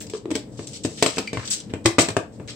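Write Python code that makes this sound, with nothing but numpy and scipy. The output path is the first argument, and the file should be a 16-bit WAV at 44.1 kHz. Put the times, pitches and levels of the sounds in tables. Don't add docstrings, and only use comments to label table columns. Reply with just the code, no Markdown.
import sys
import numpy as np
from scipy import signal
from scipy.fft import rfft, irfft, next_fast_len
from scipy.io import wavfile
from scipy.ndimage import map_coordinates

SR = 44100
rng = np.random.default_rng(int(sys.argv[2]) if len(sys.argv) > 2 else 0)


def digitize_waveform(pressure):
    field = np.atleast_2d(pressure).T
    bounded = np.clip(field, -1, 1)
    quanta = np.round(bounded * 32767).astype(np.int16)
    wavfile.write(sys.argv[1], SR, quanta)


N = 112454


def amp(db):
    return 10 ** (np.asarray(db) / 20)


def unit(x):
    return x / np.sqrt(np.mean(x ** 2) + 1e-20)


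def curve_at(points, hz):
    point_hz, values = np.transpose(points)
    return np.interp(np.log(hz + 1), np.log(point_hz + 1), values)


def add(track, start_s, x):
    i = max(0, round(start_s * SR))
    track[..., i:i + x.shape[-1]] += x[..., :max(0, track.shape[-1] - i)]


def fade(t, t60_s):
    return np.exp(-np.log(1000) * t / t60_s)


def rise(t, tau_s):
    return 1 - np.exp(-t / tau_s)


def coloured(x, db_of_hz):
    n = x.shape[-1]
    size = 2 * next_fast_len(n // 2 + 4096)
    cepstrum = irfft(np.log(amp(db_of_hz(np.fft.rfftfreq(size, 1 / SR)))), size)
    cepstrum[..., 1:size // 2] *= 2
    cepstrum[..., size // 2 + 1:] = 0
    return irfft(rfft(x, size) * np.exp(rfft(cepstrum)), size)[..., :n]


def ring(modes, t, scatter_db=2, detune=0.008):
    out = np.zeros(len(t))
    for k, (hz, db, t60_s) in enumerate(modes):
        db += scatter_db * rng.standard_normal()
        hz *= 1 + detune * rng.standard_normal()
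        out += (-1) ** k * amp(db) * fade(t, t60_s) * np.sin(2 * np.pi * hz * t)
    return out


# f/Hz, correlation
STEREO_CORRELATION = [(40, 0.98), (120, 0.88), (300, 1), (650, 0.45), (1400, 0.095), (3000, 0), (8000, 0)]

def noise(spectrum, size):
    hz = np.fft.rfftfreq(size, 1 / SR)
    angle = np.arccos(np.clip(curve_at(STEREO_CORRELATION, hz), -1, 1)) / 2
    shaped = rfft(rng.standard_normal((2, size))) * amp(curve_at(spectrum, hz))
    mid, side = irfft(shaped * [np.cos(angle), np.sin(angle)], size)
    return unit(np.array([mid + side, mid - side]))


# f/Hz, level/dB
HUM_SPECTRUM = [(20, -35), (35, 8), (60, 0), (90, -4.5), (118, 3), (165, -7.5), (212, 2.5), (260, -8),
                (300, -1.5), (370, -16), (440, -6), (700, -20), (1200, -32), (3000, -40), (8000, -42.5),
                (16000, -39)]

def hum(level_db=-39, waver_db=1.5, wavers_per_s=10):
    waver = map_coordinates(rng.standard_normal(64), [np.arange(N) / SR * wavers_per_s])
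    return amp(level_db + waver_db * waver) * noise(HUM_SPECTRUM, N)


# f/Hz, t60/s
REVERB_DECAY = [(100, 0.28), (300, 0.19), (700, 0.27), (2000, 0.25), (5000, 0.23), (8000, 0.19),
                (15000, 0.19)]
# f/Hz, level/dB
REVERB_EQ = [(60, -5), (300, -6), (700, -4), (2000, -5), (8000, -4.5), (16000, -2)]

def kitchen_reverb(x, onset_s=0.0017):
    out, size, block = np.zeros((2, N)), SR // 2, SR // 5
    onset = 1 - np.exp(-(np.arange(size) / SR / onset_s) ** 2)
    for i in range(0, N, block):
        white = noise([(20, 0), (20000, 0)], size)
        hz, t, bands = signal.stft(white, SR, nperseg=256)
        bands *= fade(t, curve_at(REVERB_DECAY, hz)[:, None])
        tail = signal.istft(bands, SR, nperseg=256)[1][:, :size]
        tail = unit(tail * onset) / np.sqrt(size)
        add(out, i / SR, signal.fftconvolve(x[:, i:i + block], tail, axes=1))
    return coloured(out, lambda hz: curve_at(REVERB_EQ, hz))


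# t/s, length/s, level/dB, median f/Hz
SALT_SLIDES = [(.001, 0.025, -38.5, 11950), (.004, 0.0069, -38, 3040), (0.011, 0.033, -49, 4900),
               (0.066, 0.0027, -42.5, 5140), (0.102, 0.032, -52, 5530), (0.134, 0.042, -44.5, 4860),
               (0.339, .012, -40, 3100), (0.517, 0.089, -58.5, 6070), (0.572, 0.075, -47, 5340),
               (0.668, 0.0058, -35.5, 6600), (0.686, .04, -48.5, 5700), (0.729, 0.041, -38.5, 5500),
               (0.793, 0.066, -59, 5580), (0.833, 0.027, -34.5, 6020), (.89, 0.086, -47, 5880),
               (0.971, 0.054, -38.5, 4630), (1.037, 0.068, -33, 4820), (1.116, 0.054, -40.5, 4720),
               (1.159, .005, -35, 4800), (1.21, .09, -49, 4500), (1.335, 0.17, -44.5, 4280),
               (1.394, 0.0046, -31, 1700), (1.424, 0.021, -37, 1614), (1.449, 0.011, -36.5, 6440),
               (1.475, 0.0033, -28, 5560), (1.49, 0.07, -44.5, 2600), (1.5, 0.025, -26, 8850),
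               (1.505, .003, -23.5, 6380), (1.516, 0.0033, -26.5, 6400), (1.53, .003, -29, 5900),
               (1.533, 0.0081, -26, 5800), (1.544, .045, -40.5, 5200), (1.6, .005, -37, 5960),
               (1.609, 0.086, -63, 2000), (1.694, 0.014, -45, 2400), (1.842, 0.0099, -42.5, 5400),
               (1.996, 0.024, -22, 6630), (2.022, 0.039, -37.5, 5400), (2.321, 0.044, -61, 6500),
               (2.475, .035, -36, 3790), (2.515, 0.021, -47, 4500)]
# f/Hz, level/dB
SALT_EQ = [(300, -11), (1500, -2), (3000, -0.5), (5500, 4), (8000, 3), (12000, 4), (16000, 5)]

def salt(grains_per_s=5500, log_pitch_spread=0.386, decay_cycles=2.9, settle_s=0.004):
    out, t, size = np.zeros((2, N)), np.arange(SR // 200) / SR, SR // 4
    for start_s, length_s, db, median_hz in SALT_SLIDES:
        count = int(grains_per_s * length_s) + 4
        hit_s = rng.uniform(0, length_s, count) + rng.exponential(settle_s, count)
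        hz = median_hz * np.exp(log_pitch_spread * rng.standard_normal((count, 1)))
        hz = np.clip(hz, 300, SR / 3)
        phases = rng.uniform(0, 2 * np.pi, (2, count, 1))
        grains = np.exp(-hz * t / decay_cycles) * np.sin(2 * np.pi * hz * t + phases)
        indices = ((hit_s * SR).astype(int)[:, None] + np.arange(len(t))).ravel()
        shower = np.array([np.bincount(indices, channel.ravel(), size)[:size] for channel in grains])
        duty = (length_s + settle_s) * SR / size
        add(out, start_s, amp(db) * unit(shower) * np.sqrt(duty))
    return coloured(out, lambda hz: curve_at(SALT_EQ, hz))


# t/s, level/dB
GLASS_CLINKS = [(1.275, -20.5), (1.334, -35), (1.345, -28.5), (1.373, -45), (1.397, -48.5), (1.432, -43)]
# f/Hz, level/dB, t60/s
GLASS_MODES = [(2103, -5, 0.029), (2310, -3, 0.057), (2400, 2.5, 0.019), (3000, -11, 0.022),
               (4700, -8, 0.021)]
# f/Hz, level/dB
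CRACK_SPECTRUM = [(500, -44), (2000, 0), (3500, 5), (5500, 3.5), (8000, -1), (16000, -7.5)]

def glass_clinks():
    out, t = np.zeros((2, N)), np.arange(SR // 4) / SR
    for start_s, db in GLASS_CLINKS:
        tick = amp(-7.5) * noise(CRACK_SPECTRUM, len(t)) * fade(t, t60_s=0.01)
        wall = ring(GLASS_MODES, t) * rise(t, tau_s=0.00049)
        add(out, start_s, amp(db) * (wall + tick))
    return out


# t/s, level/dB, air t60/s, relative tick level/dB
RIM_TOUCHES = [(.136, -15, 0.048, -14), (.149, -19.5, 0.025, -14.5), (0.168, -30.5, 0.14, -15),
               (0.256, -15.5, 0.052, -19.5), (.279, -23.5, 0.21, -38), (.29, -25, 0.11, -31),
               (0.311, -15, 0.081, -27), (0.354, -8, 0.018, -23.5), (0.59, -19.5, 0.033, -27),
               (0.852, -17.5, 0.035, -25), (1.026, -22, .04, -36), (1.858, -11.5, .12, -12),
               (1.986, -14.5, .1, -25)]
# f/Hz, level/dB
TICK_SPECTRUM = [(200, -13), (600, 4), (1200, 9), (2000, -2), (3200, 4), (4500, -8), (8000, -13.5),
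                 (16000, -23)]
# t/s, f/Hz
AIR_PITCH = [(0.138, 430), (0.202, 398.8), (.26, 342.4), (.3, 339), (.32, 291), (.345, 272.7), (.37, 305),
             (0.598, 280), (.85, 320), (1.799, 334)]

def jar_air():
    envelope, ticks, t = np.zeros(N), np.zeros((2, N)), np.arange(SR // 4) / SR
    for start_s, db, t60_s, tick_db in RIM_TOUCHES:
        add(envelope, start_s, amp(db) * fade(t, t60_s) * rise(t, tau_s=0.0012))
        add(ticks, start_s, amp(db + tick_db) * noise(TICK_SPECTRUM, len(t)) * fade(t, t60_s=0.015))
    hz = np.interp(np.arange(N) / SR, *np.transpose(AIR_PITCH))
    return envelope * np.sin(2 * np.pi * np.cumsum(hz) / SR) + ticks


# t/s, level/dB, contact cut-off f/Hz, thump trim/dB, clack trim/dB,
# crack trim/dB
LID_KNOCKS = [(.098, -29, 594, -16, -28, -7.5), (.305, -18, 500, -27, -21, -17),
              (.313, -15, 506, -14.5, -18, -17.5), (.353, -19, 594, -12, -11, -4),
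              (.360, -14, 595, -23, -31, -16), (.593, -16, 397, -19.5, -23.5, -34),
              (.849, -5.5, 430, -22, -24, -22), (1.0247, -2.5, 1190, -23.5, -11.5, -10.5),
              (1.032, -14.5, 910, -18, -23, -5.5), (1.062, -9.5, 900, -32, -10, -9.5),
              (1.171, -17.5, 910, -28, -12.5, -33), (1.182, -11, 617, -25, -15, -11),
              (1.186, -14.5, 497, -10.5, -14.5, -12.5), (1.331, -13.5, 740, -38, -17, -20.5),
              (1.350, -19, 770, -23, -20.5, -26.5), (1.372, -17, 1100, -1, -11, -22),
              (1.737, -11.5, 394.9, -11.5, -17, -29), (1.854, -10, 297, 0.5, -24, -32),
              (1.8576, -8, 400, -18, -7.5, -5), (1.860, -10, 800, -12, -7, -8.5),
              (1.984, 0.5, 660, -43, -16.5, -21.5), (1.988, -2, 1100, -30, -10, -13),
              (1.994, -6, 960, -20, -26, -8), (2.010, -11, 800, -36, -17.5, -14),
              (2.086, -11.5, 600, -27, -15.5, -14), (2.103, -21, 605, -2, -16, -12.5),
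              (2.1667, -4, 1080, -31.5, -15, -22), (2.174, -16.5, 400, -12.5, -29, -26),
              (2.399, -24.5, 790, -13, -21.5, -46)]
# f/Hz, level/dB, t60/s
JAR_MODES = [(174, -25, .06), (243.6, -6.5, 0.074), (319, -9.5, 0.059), (333.4, -6, 0.15),
             (434, -2.5, 0.042), (499, -6, 0.065), (599.6, -10.5, 0.077), (717, -6.5, 0.059),
             (896, -10, 0.027), (1050, -19.5, 0.014)]
# f/Hz, level/dB, t60/s
LID_MODES = [(1044, -6.5, 0.046), (1206, -13, 0.027), (1430, -14.5, 0.049), (1559, -5.5, 0.029),
             (1788, -9, 0.053), (2124, -10, 0.065), (2340, -11.5, 0.025), (2460, -11.5, 0.041),
             (2640, -14, 0.085), (3200, -27, .04)]
# f/Hz, level/dB
CLACK_SPECTRUM = [(200, -19), (500, 1), (1000, 7.5), (1400, -3), (2400, 3), (3500, -6.5), (6000, -65.5),
                  (16000, -39)]

def lid_knocks(push_s=0.00056, thump_hz=107):
    out, t = np.zeros((2, N)), np.arange(SR // 4) / SR
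    u = t / push_s
    push = amp(-3) * np.e * u * (2 - u) * np.exp(-u)
    thump = amp(0.5) * fade(t, t60_s=0.064) * np.sin(2 * np.pi * thump_hz * t)
    for start_s, db, contact_hz, thump_db, clack_db, crack_db in LID_KNOCKS:
        contact_lowpass = signal.butter(2, contact_hz, fs=SR)
        body = signal.lfilter(*contact_lowpass, amp(-10) * ring(JAR_MODES, t) + push)
        clack = amp(-1.5) * ring(LID_MODES, t)
        clack = clack + amp(6) * noise(CLACK_SPECTRUM, len(t)) * fade(t, t60_s=0.015)
        crack = amp(5) * noise(CRACK_SPECTRUM, len(t)) * fade(t, t60_s=0.033) * rise(t, tau_s=0.00064)
        knock = body + amp(thump_db) * thump + amp(clack_db) * clack + amp(crack_db) * crack
        add(out, start_s, -amp(db) * knock)
    return out


def scene():
    jar = lid_knocks() + jar_air() + glass_clinks() + amp(-2.5) * salt()
    return jar + kitchen_reverb(jar) + hum()


# f/Hz, level/dB
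MIC_EQ = [(20, -30), (38, -23.5), (60, -10), (100, -1), (1000, 0), (4000, -0.5), (6800, -0.5), (7450, 4.5),
          (7750, 9), (8000, 6.5), (8600, 1.5), (9400, -9.5), (10600, -27.5), (12300, -13), (16000, -15)]
# f/Hz, level/dB
MIC_BALANCE = [(100, 4), (350, 2.3), (700, 1), (1300, 3.5), (2400, 1), (5500, 2), (7800, 6), (9500, 6.5),
               (15000, -1.5)]

def record(dry, top_hz=16000):
    sides = np.array([[0.5], [-0.5]])
    x = coloured(dry, lambda hz: curve_at(MIC_EQ, hz) + sides * curve_at(MIC_BALANCE, hz))
    clipped = x / (1 + np.abs(x) ** 6) ** (1 / 6)
    size = next_fast_len(N + SR // 4)
    passband = np.fft.rfftfreq(size, 1 / SR) < top_hz
    return irfft(rfft(clipped, size) * passband, size)[:, :N]


dry = scene()
out = record(dry)
digitize_waveform(out)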